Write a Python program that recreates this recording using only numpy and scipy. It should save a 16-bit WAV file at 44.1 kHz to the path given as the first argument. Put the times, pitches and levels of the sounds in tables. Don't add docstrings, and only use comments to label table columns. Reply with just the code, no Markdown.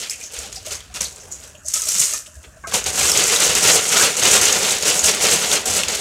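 import sys
import numpy as np
from scipy import signal
from scipy.io import wavfile
from scipy.ndimage import uniform_filter1d

SR = 44100
rng = np.random.default_rng(int(sys.argv[2]) if len(sys.argv) > 2 else 0)


def transcribe(u):
    v = np.clip(np.atleast_2d(u).T, -1, 1)
    q = np.round(v * 32767).astype(np.int16)
    wavfile.write(sys.argv[1], SR, q)


def invert_db(level):
    return 10 ** (np.asarray(level, dtype=float) / 20)


N = 264776


def evened(x):
    return x / np.sqrt(np.mean(x ** 2) + 1e-20)


def read(points, hz):
    f, value = np.transpose(points)
    return np.interp(np.log(hz + 1), np.log(f + 1), value)


def over_time(points):
    s, value = np.transpose(points)
    return np.interp(np.arange(N) / SR, s, value)


def add(mix, s, sound):
    part = mix[round(s * SR):][:len(sound)]
    part += sound[:len(part)]


def peaking(sound, db):
    return invert_db(db) * sound / abs(sound).max()


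def colour(x, spectrum):
    hz = abs(np.fft.fftfreq(4096, 1 / SR))
    log_gain = np.log(invert_db(np.maximum(read(spectrum, hz), -90)))
    taps = np.fft.ifft(np.exp(np.conj(signal.hilbert(log_gain)))).real[:2048]
    return signal.oaconvolve(x, taps)[:len(x)]


def resonate(x, hz, width):
    r = np.exp(-np.pi * width / SR)
    return 2 * signal.lfilter([1 - r], [1, -r * np.exp(2j * np.pi * hz / SR)], x).real


def ring(hz, t60, seconds):
    t = np.arange(round(seconds * SR)) / SR
    return invert_db(-60 * t / t60) * np.sin(2 * np.pi * hz * t)


def soft_ring(hz, t60, rise_s, seconds):
    t = np.arange(round(seconds * SR)) / SR
    return ring(hz, t60, seconds) * (1 - np.exp(-t / rise_s))


# frequency in Hz, relative density in dB.
SIMMER_SPECTRUM = [(88, -35), (150, -11), (169, -38), (213, 4), (484, -37), (612, -2), (702, -21),
                   (1690, -8.5), (2220, -30), (2760, -15.5), (3040, -49), (6770, -14.5), (16000, -36)]
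SIMMER_DB, PATCHY_DB = -52, 3


def simmer():
    frames, hz = N // 128 + 5, np.fft.rfftfreq(512, 1 / SR)
    real, imaginary, patches = rng.standard_normal((frames, 257, 3)).T
    patches = uniform_filter1d(patches, 5, axis=0)
    patches = evened(uniform_filter1d(patches, 12, axis=1))
    level_db = read(SIMMER_SPECTRUM, hz)[:, None] + PATCHY_DB * patches
    hiss = signal.istft((real + 1j * imaginary) * invert_db(level_db), nperseg=512, noverlap=384)[1][:N]
    blows = rng.standard_normal(N) * (rng.random(N) < 25 / SR)
    bubbles = resonate(blows, 560, 42)
    return invert_db(SIMMER_DB) * (evened(hiss) + invert_db(-19) * evened(bubbles))


# time in seconds, level in dB.
RUMBLE_LEVEL = [(0.04, -55), (0.29, -53), (0.49, -46), (0.92, -47), (1.2, -47.5), (1.88, -50), (2.06, -55),
                (2.91, -41.5), (3.39, -49), (3.58, -46), (4.01, -55), (4.49, -46), (4.95, -52), (6.0, -48)]


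def rumble():
    thumps = rng.standard_normal(N) * (0.082 + (rng.random(N) < 90 / SR))
    low = resonate(resonate(thumps, 55, 26), 81, 43)
    upper = resonate(resonate(thumps, 102, 82), 98, 100)
    return invert_db(over_time(RUMBLE_LEVEL)) * evened(evened(low) + invert_db(-11) * evened(upper))


# time in seconds,
# rattle level in dB, hollow body in dB relative to the ticks, mid crackle in dB relative to the ticks.
STIR_LEVELS = [(0, -34, -16, -4.5), (.3, -52.5, -9.5, -3.5), (.75, -48.5, -10, -2), (.9, -57, -9, -0.5),
               (1.1, -42.5, -11, -6.5), (1.3, -48.5, -1.5, -8), (1.43, -43.5, -8, -3), (1.63, -58, -9, -12),
               (1.68, -35.5, -31, -10.5), (1.9, -22.5, -23.5, -9), (2.02, -19, -25.5, -9.5),
               (2.18, -28, -26, -12.5), (2.25, -52, -26, -20), (2.64, -60.5, -5.5, -3.5),
               (2.95, -45, -4, -1), (3.1, -25, -9, -3.5), (5.45, -30, -6.5, -1.5), (5.62, -38, -4, -1.5),
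               (6, -31, -7, -1)]
# start in seconds, rise in seconds, hold in seconds, level in dB,
# fullness added to crackle and body in dB.
SHAKE_LIST = [(0, 0.0011, 0.025, -32, 7), (0.097, .003, .004, -25, -9), (0.198, 0.035, 0.0067, -35, -3),
              (0.308, 0.032, 0.12, -35.5, 3), (0.506, 0.052, 0.0022, -37, -1),
              (0.648, 0.016, 0.0077, -30.5, 3), (0.707, 0.0032, 0.016, -28, 0.5),
              (0.942, 0.0022, .03, -33, 2), (1.004, 0.0027, 0.011, -21, -0.5), (1.303, 0.015, .01, -45, -4),
              (1.65, .035, 0.027, -48, -7), (1.687, .003, .003, -30, 0), (1.735, 0.0025, 0.015, -18.5, 1),
              (1.994, .004, 0.028, -17.5, -1.5), (2.262, .004, 0.0018, -41, -1),
              (2.33, 0.025, .002, -44.5, -4), (2.418, .02, .01, -51, 7), (2.67, .002, 0.0073, -29.5, 4),
              (2.715, .002, 0.027, -32.5, 0), (2.735, 0.0061, 0.011, -16.5, 0.5),
              (2.846, 0.003, 0.0033, -33, 1), (2.859, 0.0025, 0.014, -22, 1),
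              (2.924, 0.072, 0.1, -16.5, -1), (3.134, 0.027, 0.072, -19.5, 2.5),
              (3.25, 0.015, 0.035, -19, -3.5), (3.315, 0.012, 0.012, -16, -1),
              (3.376, .07, 0.005, -15.5, 1.5), (3.484, 0.011, 0.013, -21, 1.5),
              (3.55, .002, 0.035, -18.5, -0.5), (3.606, 0.044, 0.11, -14, 1),
              (3.84, 0.014, 0.065, -21.5, -4), (3.912, 0.016, 0.0052, -16.5, 4),
              (3.958, 0.013, 0.08, -15, 1), (4.167, .002, 0.031, -21.5, 1.5),
              (4.213, 0.017, 0.045, -17, 3.5), (4.26, 0.054, 0.05, -14, 0),
              (4.408, 0.0048, 0.081, -17.5, -1), (4.488, 0.026, 0.14, -23, 1.5),
              (4.656, 0.025, 0.047, -19.5, -0.5), (4.826, 0.045, 0.032, -18, -1),
              (4.92, 0.016, 0.075, -23, -1), (5.03, 0.011, 0.049, -16, -0.5),
              (5.194, 0.028, 0.072, -20, 2.5), (5.276, 0.048, 0.016, -16, 1),
              (5.373, 0.018, 0.16, -23.5, -1), (5.495, 0.038, 0.0016, -14.5, -1),
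              (5.653, 0.0065, 0.047, -21.5, 0.5), (5.695, 0.074, 0.0033, -16.5, -1.5),
              (5.877, 0.0037, 0.067, -28, 2.5), (5.947, .002, 0.032, -31, -0.5)]
SWELL_DB, FALL_DB_PER_S = 12.5, 310


def handling():
    u = np.arange(SR // 2) / SR
    s, stir_db = np.transpose(STIR_LEVELS)[:2]
    power = invert_db(2 * np.interp(np.arange(N) / SR, s, stir_db))
    full = np.zeros(N)
    for s, rise, hold, db, full_db in SHAKE_LIST:
        below_top = SWELL_DB * np.maximum(1 - u / rise, 0)
        fallen = FALL_DB_PER_S * np.maximum(u - rise - hold, 0)
        shake = invert_db(2 * (db - below_top - fallen))
        add(power, s, shake)
        add(full, s, full_db * shake)
    return 10 * np.log10(power), full / power


def quick_swell(db):
    keep = np.exp(-1 / (0.094 * SR))
    change = db - db[0]
    return np.clip(change - signal.lfilter([1 - keep], [1, -keep], change), -8, 8)


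def collisions(per_s, spread_db, clump_db, clump_s):
    clumps = evened(uniform_filter1d(rng.standard_normal(N), max(round(clump_s * SR), 2)))
    size = invert_db(spread_db * np.minimum(rng.exponential(1, N), 4) + clump_db * clumps)
    struck = rng.random(N) < per_s / SR
    return size * struck * rng.choice([-1, 1], N) / np.sqrt(per_s)


def pieces(blows, click, t60, lo_hz, hi_hz, count=48):
    piece, out = rng.integers(0, count, N), click * blows
    modes = np.linspace(lo_hz, hi_hz, 4 * count)
    modes = rng.permutation(modes).reshape(count, 4)
    for k in range(count):
        ringing = sum(ring(hz, t60, .012) for hz in modes[k])
        out += signal.oaconvolve(blows * (piece == k), ringing)[:N]
    return out


# frequency in Hz, relative density in dB.
TICK_SPECTRUM = [(2530, -28.5), (4300, -13), (5280, -3.5), (5710, 0), (6110, 1), (6490, 3), (7980, 2),
                 (10400, -7), (14100, -13.5), (15700, -25), (16300, -51)]
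# frequency in Hz, relative density in dB.
CRACKLE_SPECTRUM = [(530, -21), (900, -1.5), (1120, -2), (1370, 2.5), (1590, -1.5), (2880, 5.5),
                    (4660, 4.5), (5600, 0.5), (7280, -10), (12300, -120)]
# frequency in Hz, width in Hz, relative level in dB.
HOLLOW_MODES = [(191.6, 66, 4), (316, 30, -0.5), (447, 103, 10), (582, 200, 5.5), (740, 21, 9),
                (854, 78, -9.5)]
# time in seconds, gain in dB.
LOW_CRACKLE_GAIN = [(0, -16), (1, 0), (1.6, -6), (2.2, -4), (2.7, -0.5), (4, -1), (6, -4)]
SPLIT_HZ = 1400
BODY_LAG, CRACKLE_LAG = 0.47, 0.3


def rattle():
    s, _, stir_body_db, stir_crackle_db = np.transpose(STIR_LEVELS)
    t = np.arange(N) / SR
    db, full_db = handling()
    quick_db = quick_swell(db)
    body_db = np.interp(t, s, stir_body_db) + full_db - BODY_LAG * quick_db
    crackle_db = np.interp(t, s, stir_crackle_db) + full_db - CRACKLE_LAG * quick_db

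    busy = .3 + invert_db(.8 * (db + np.minimum(crackle_db, 0) + 20.5))
    noodles = collisions(per_s=5000 * busy, spread_db=2.5, clump_db=1.9, clump_s=0.0061)
    folds = collisions(per_s=3500 * busy, spread_db=2, clump_db=2.43, clump_s=0.02)

    ticks = colour(pieces(noodles, click=3.1, t60=0.0034, lo_hz=2500, hi_hz=17200), TICK_SPECTRUM)
    struck_folds = pieces(folds, click=2.8, t60=.006, lo_hz=600, hi_hz=7080)
    crackle = colour(struck_folds + 3 * noodles, CRACKLE_SPECTRUM)
    low = signal.sosfiltfilt(signal.butter(2, SPLIT_HZ, fs=SR, output="sos"), crackle)
    crackle = crackle - low + invert_db(over_time(LOW_CRACKLE_GAIN)) * low
    body = sum(invert_db(d) * resonate(folds + noodles, hz, width) for hz, width, d in HOLLOW_MODES)

    mixed = evened(ticks) + invert_db(crackle_db) * evened(crackle) + invert_db(body_db) * evened(body)
    return invert_db(db) * mixed


# time in seconds, peak in dB, centre in Hz,
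# tick-coloured wide part in dB relative to the centre, crackle-coloured lower part in dB likewise.
SNAP_LIST = [(0.0165, -20, 6500, -3, -15), (0.0973, -11, 5400, -4, -16), (0.2117, -21, 6890, 6, -15),
             (0.3217, -24, 7780, 2, -15), (0.341, -17, 8260, 2, -19), (0.3894, -12.5, 6960, 4, -17),
             (0.527, -16.5, 6900, 0, -1), (0.5581, -20, 5670, 2, -16), (0.6285, -31, 6880, 2, -11),
             (0.6614, -29, 5780, -2, -18), (0.7098, -18, 6200, 4, -12), (0.7528, -17.5, 6400, -4, -17),
             (0.805, -23, 3160, -2, -11), (0.9418, -18, 8340, 6, -15), (0.9597, -14, 5630, 6, -10),
             (1.0094, -6.5, 6150, -2, -24), (1.1605, -23, 7260, 2, -19), (1.2057, -41, 5730, 2, -15),
             (1.2374, -39, 6900, -7, -11), (1.323, -17.5, 6800, 5, -32), (1.5524, -32, 2760, -3, -8),
             (1.634, -37, 6460, 2, -24), (1.6621, -20, 6800, 2, -41), (1.6839, -4.5, 8050, 5, -34),
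             (1.7385, -1, 6440, 11, -28), (1.7997, -16, 6470, 2, -20), (1.8195, -3.5, 6460, 19, -24),
             (1.8562, -12, 6450, 9, -23), (1.8884, 2.5, 5800, 9, -27), (1.951, -8, 5770, 2, -20),
             (1.9954, -2, 7100, 2, -25), (2.136, -4, 6600, 4, -18), (2.1817, -19, 7800, 2, -25),
             (2.262, -30, 7900, 2, -14), (2.4307, -32, 3010, 12, -8), (2.6725, -24, 7160, 2, -14),
             (2.7152, -18, 3380, 0.5, -8), (2.7397, -12, 7160, 2, -16), (2.8414, -8.5, 6550, 2, -14),
             (2.8632, -8, 6500, 2, -15), (2.9034, -12, 8280, 2, -16), (2.9925, -3.5, 8040, 2, -15),
             (3.0967, -2, 5900, 9, -21), (3.1168, 2.5, 5440, 3, -16), (3.1742, 1, 6960, -2, -14),
             (3.2386, 0, 6100, 5, -19), (3.2818, -3, 7100, 2, -16), (3.3613, 1.5, 3640, 0, -9),
             (3.4033, 1, 7350, 13, -20), (3.4486, -1, 6340, -2, -11), (3.5518, 0, 6300, 7, -18),
             (3.8425, -8, 7070, 9, -19), (3.9675, -15, 6630, 0, -13), (4.168, -3, 7290, 4, -20),
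             (4.2353, -3, 6400, -4, -15), (4.2944, -6, 6170, 1.5, -8), (4.3384, -3, 6600, -3, -16),
             (4.4133, -1, 6310, -3, -18), (4.454, 0, 6850, -3, -19), (4.5264, 0, 6500, -2.5, -15.5),
             (4.7066, -4.5, 3720, -3, -15), (4.8254, -3.5, 6940, 2, -7), (4.88, -3, 7080, 8, -18),
             (4.9926, -1.5, 6900, -12, -19), (5.0409, -7, 6250, -4, -16), (5.1496, -7, 2680, 13, -16),
             (5.2182, -10, 6260, 7, -14), (5.269, -3, 6370, 4, -13), (5.3124, -1, 7180, 8, -16),
             (5.515, -4.5, 3680, -5, -15), (5.657, -9, 7040, 8, -16), (5.8344, -3.5, 2660, -1, -3.5),
             (5.8837, -6, 7030, -5, -3), (5.951, -8, 7080, 9, -16)]


def snaps():
    out, t = np.zeros(N), np.arange(2000) / SR
    bursts = rng.standard_normal((len(SNAP_LIST), 2000))
    for (s, db, hz, wide_db, low_db), burst in zip(SNAP_LIST, bursts):
        crack = (burst ** 3 + 26 * (t == 0)) * invert_db(-60 * t / 0.026)
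        centre = evened(resonate(resonate(crack, hz, 460), hz, 1800))
        wide = invert_db(wide_db) * evened(colour(crack, TICK_SPECTRUM))
        lower = invert_db(low_db) * evened(colour(crack, CRACKLE_SPECTRUM))
        add(out, s, peaking(centre + wide + lower, db))
    return out


# start in seconds,
# rms in dB before the fades, centre in Hz, width of each resonance in Hz, length in seconds.
SCRAPE_LIST = [(0.109, -35.5, 2500, 700, 0.044), (0.208, -36.5, 2400, 600, 0.02),
               (0.226, -34, 6200, 1500, 0.055), (0.557, -32, 5100, 1500, 0.028),
               (1.048, -27.5, 4050, 800, 0.02), (1.198, -41, 6270, 1500, 0.032),
               (1.312, -31, 6860, 1400, 0.043), (1.55, -50, 2780, 600, 0.025), (1.57, -52, 6800, 500, .04),
               (1.652, -33, 6270, 1300, 0.065), (1.884, -22, 5730, 400, 0.017),
               (2.26, -43, 3050, 1200, 0.016), (2.437, -49, 404, 120, 0.033),
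               (2.439, -42, 2150, 2500, 0.019), (2.75, -32, 2790, 500, 0.029)]


def scrapes():
    out = np.zeros(N)
    hisses = rng.standard_normal((len(SCRAPE_LIST), 5000))
    for (s, db, hz, width, length), hiss in zip(SCRAPE_LIST, hisses):
        u = np.arange(5000) / SR / length
        fades = (1 - np.exp(-u / 0.04)) * np.exp(-u ** 3.2)
        narrow = evened(resonate(resonate(hiss, hz, width), hz, width))
        add(out, s, invert_db(db) * narrow * fades)
    return out


# start in seconds, peak in dB, frequency in Hz.
THUD_LIST = [(.335, -40, 483), (.385, -41, 470), (.715, -40, 570), (.9, -45, 730), (1.755, -40, 600),
             (2.669, -30, 664), (2.766, -22.5, 500), (1.009, -37.5, 194), (1.954, -38, 180), (2, -32, 144)]
# start in seconds, peak in dB, frequency in Hz.
PLOP_LIST = [(0.447, -38, 777), (0.57, -38, 760), (0.668, -31.5, 620), (1.546, -42, 610),
             (1.649, -39.5, 617), (1.867, -35.5, 630), (2.127, -38.5, 626), (2.275, -45, 610),
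             (2.31, -51, 625), (2.367, -49, 620), (2.477, -50, 615), (2.567, -42.5, 636)]


def thuds_and_plops():
    out = np.zeros(N)
    for s, db, hz in PLOP_LIST + THUD_LIST:
        add(out, s, peaking(soft_ring(hz, t60=0.059, rise_s=0.0083, seconds=.12), db))
    return out


# start in seconds, peak in dB, frequency in Hz.
BUMP_LIST = [(0.374, -41, 51.1), (0.374, -33.5, 62), (0.699, -38.5, 77.5), (0.9, -39, 64.6),
             (1.003, -38, 56), (1.236, -38.5, 87), (2.362, -36.5, 72.7), (2.722, -38, 78.1),
             (2.859, -37.5, 83.4), (3.021, -34, 108), (3.021, -29, 72), (3.159, -35, 109),
             (3.483, -33, 70.0), (3.549, -36, 61.9), (3.648, -34, 107.5), (3.908, -39, 83.4),
             (4.221, -33, 105), (4.321, -32.5, 61.6), (4.402, -33, 83.4), (4.81, -45, 77),
             (4.916, -42, 75.4), (5.024, -31, 75), (5.305, -37, 108), (5.474, -39, 80.7),
             (5.692, -31.5, 88.8), (5.864, -38, 83.4)]


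def bumps():
    out = np.zeros(N)
    for s, db, hz in BUMP_LIST:
        add(out, s, peaking(soft_ring(hz, t60=0.18, rise_s=0.011, seconds=.25), db))
    return out


# start in seconds, peak in dB, pitch factor of the grip, upper modes in relative dB.
KNOCK_LIST = [(1.744, -31, 1.12, -8), (1.764, -26, 1.12, -10), (1.826, -31, 1.12, -1),
              (2.138, -23.5, 1.12, 2), (2.147, -30.5, 1.12, -5), (2.16, -35, 1.12, -12), (2.639, -25, 1, 1),
              (2.645, -26, 0.95, 3), (2.657, -30, 1.14, -21), (2.723, -17, 1.02, 8), (3.925, -24, 1.8, 6),
              (3.945, -18, 1.13, -12), (3.962, -12.5, 1.27, -12), (3.995, -13, 1.3, -6),
              (4.012, -12, 1.44, -15), (4.032, -18, 1.14, -13)]
# frequency in Hz before the grip factor,
# level in dB before the upper-mode change and the knock's peak, t60 in seconds.
CUP_MODES = [(1138, 11.5, 0.082), (1593, 9.5, 0.1), (2200, 6.5, 0.09)]


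def cup():
    out, contact = np.zeros(N), signal.windows.hann(18)
    chatters = rng.standard_normal((len(KNOCK_LIST), 220))
    for (s, db, grip, upper_db), chatter in zip(KNOCK_LIST, chatters):
        modes = 0
        for k, (hz, mode_db, t60) in enumerate(CUP_MODES):
            modes = modes + invert_db(mode_db + upper_db * (k > 0)) * ring(hz * grip, t60, .15)
        chattering = 0.035 * np.convolve(modes, chatter)[:len(modes)]
        add(out, s, peaking(np.convolve(modes + chattering, contact), db))
    return out


# frequency in Hz, t60 in seconds.
KITCHEN_DECAY = [(250, 0.15), (700, 0.25), (1800, 0.37), (4600, 0.27), (8000, 0.27), (13000, 0.23)]


def kitchen(x, count=8):
    slots = np.arange(60, SR // 2 - 20, 20)
    taps = np.zeros((count, SR // 2))
    at = slots + rng.integers(0, 20, (count, len(slots)))
    np.put_along_axis(taps, at, rng.choice([-1., 1.], at.shape), 1)
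    hz, t, z = signal.stft(taps, SR, nperseg=128)
    decay = invert_db(-60 * t / read(KITCHEN_DECAY, hz)[:, None])
    tails = signal.istft(z * decay, SR, nperseg=128)[1]
    turn = (np.arange(N) / SR * 60 - np.arange(count)[:, None]) % count - 1
    feeds = x * np.cos(np.pi / 2 * np.clip(turn, -1, 1))
    return signal.fftconvolve(feeds, tails / np.linalg.norm(tails[0]), axes=1)[:, :N].sum(0)


def scene():
    ringing = rattle() + snaps() + scrapes() + cup()
    unechoed = simmer() + rumble() + thuds_and_plops() + bumps()
    return (ringing + invert_db(-8) * kitchen(ringing) + unechoed)[None]


def roll_off(x):
    return signal.sosfilt(signal.butter(12, 16440, fs=SR, output="sos"), x)


def record(dry):
    heard = signal.sosfilt(signal.butter(2, 45, "high", fs=SR, output="sos"), dry)
    held = .84 * np.tanh(heard / .84)
    edge = signal.firwin(255, 16200, window=("kaiser", 8), fs=SR)
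    finished = signal.oaconvolve(held, edge[None], "same")
    return roll_off(finished)


dry = scene()
out = record(dry)
transcribe(out)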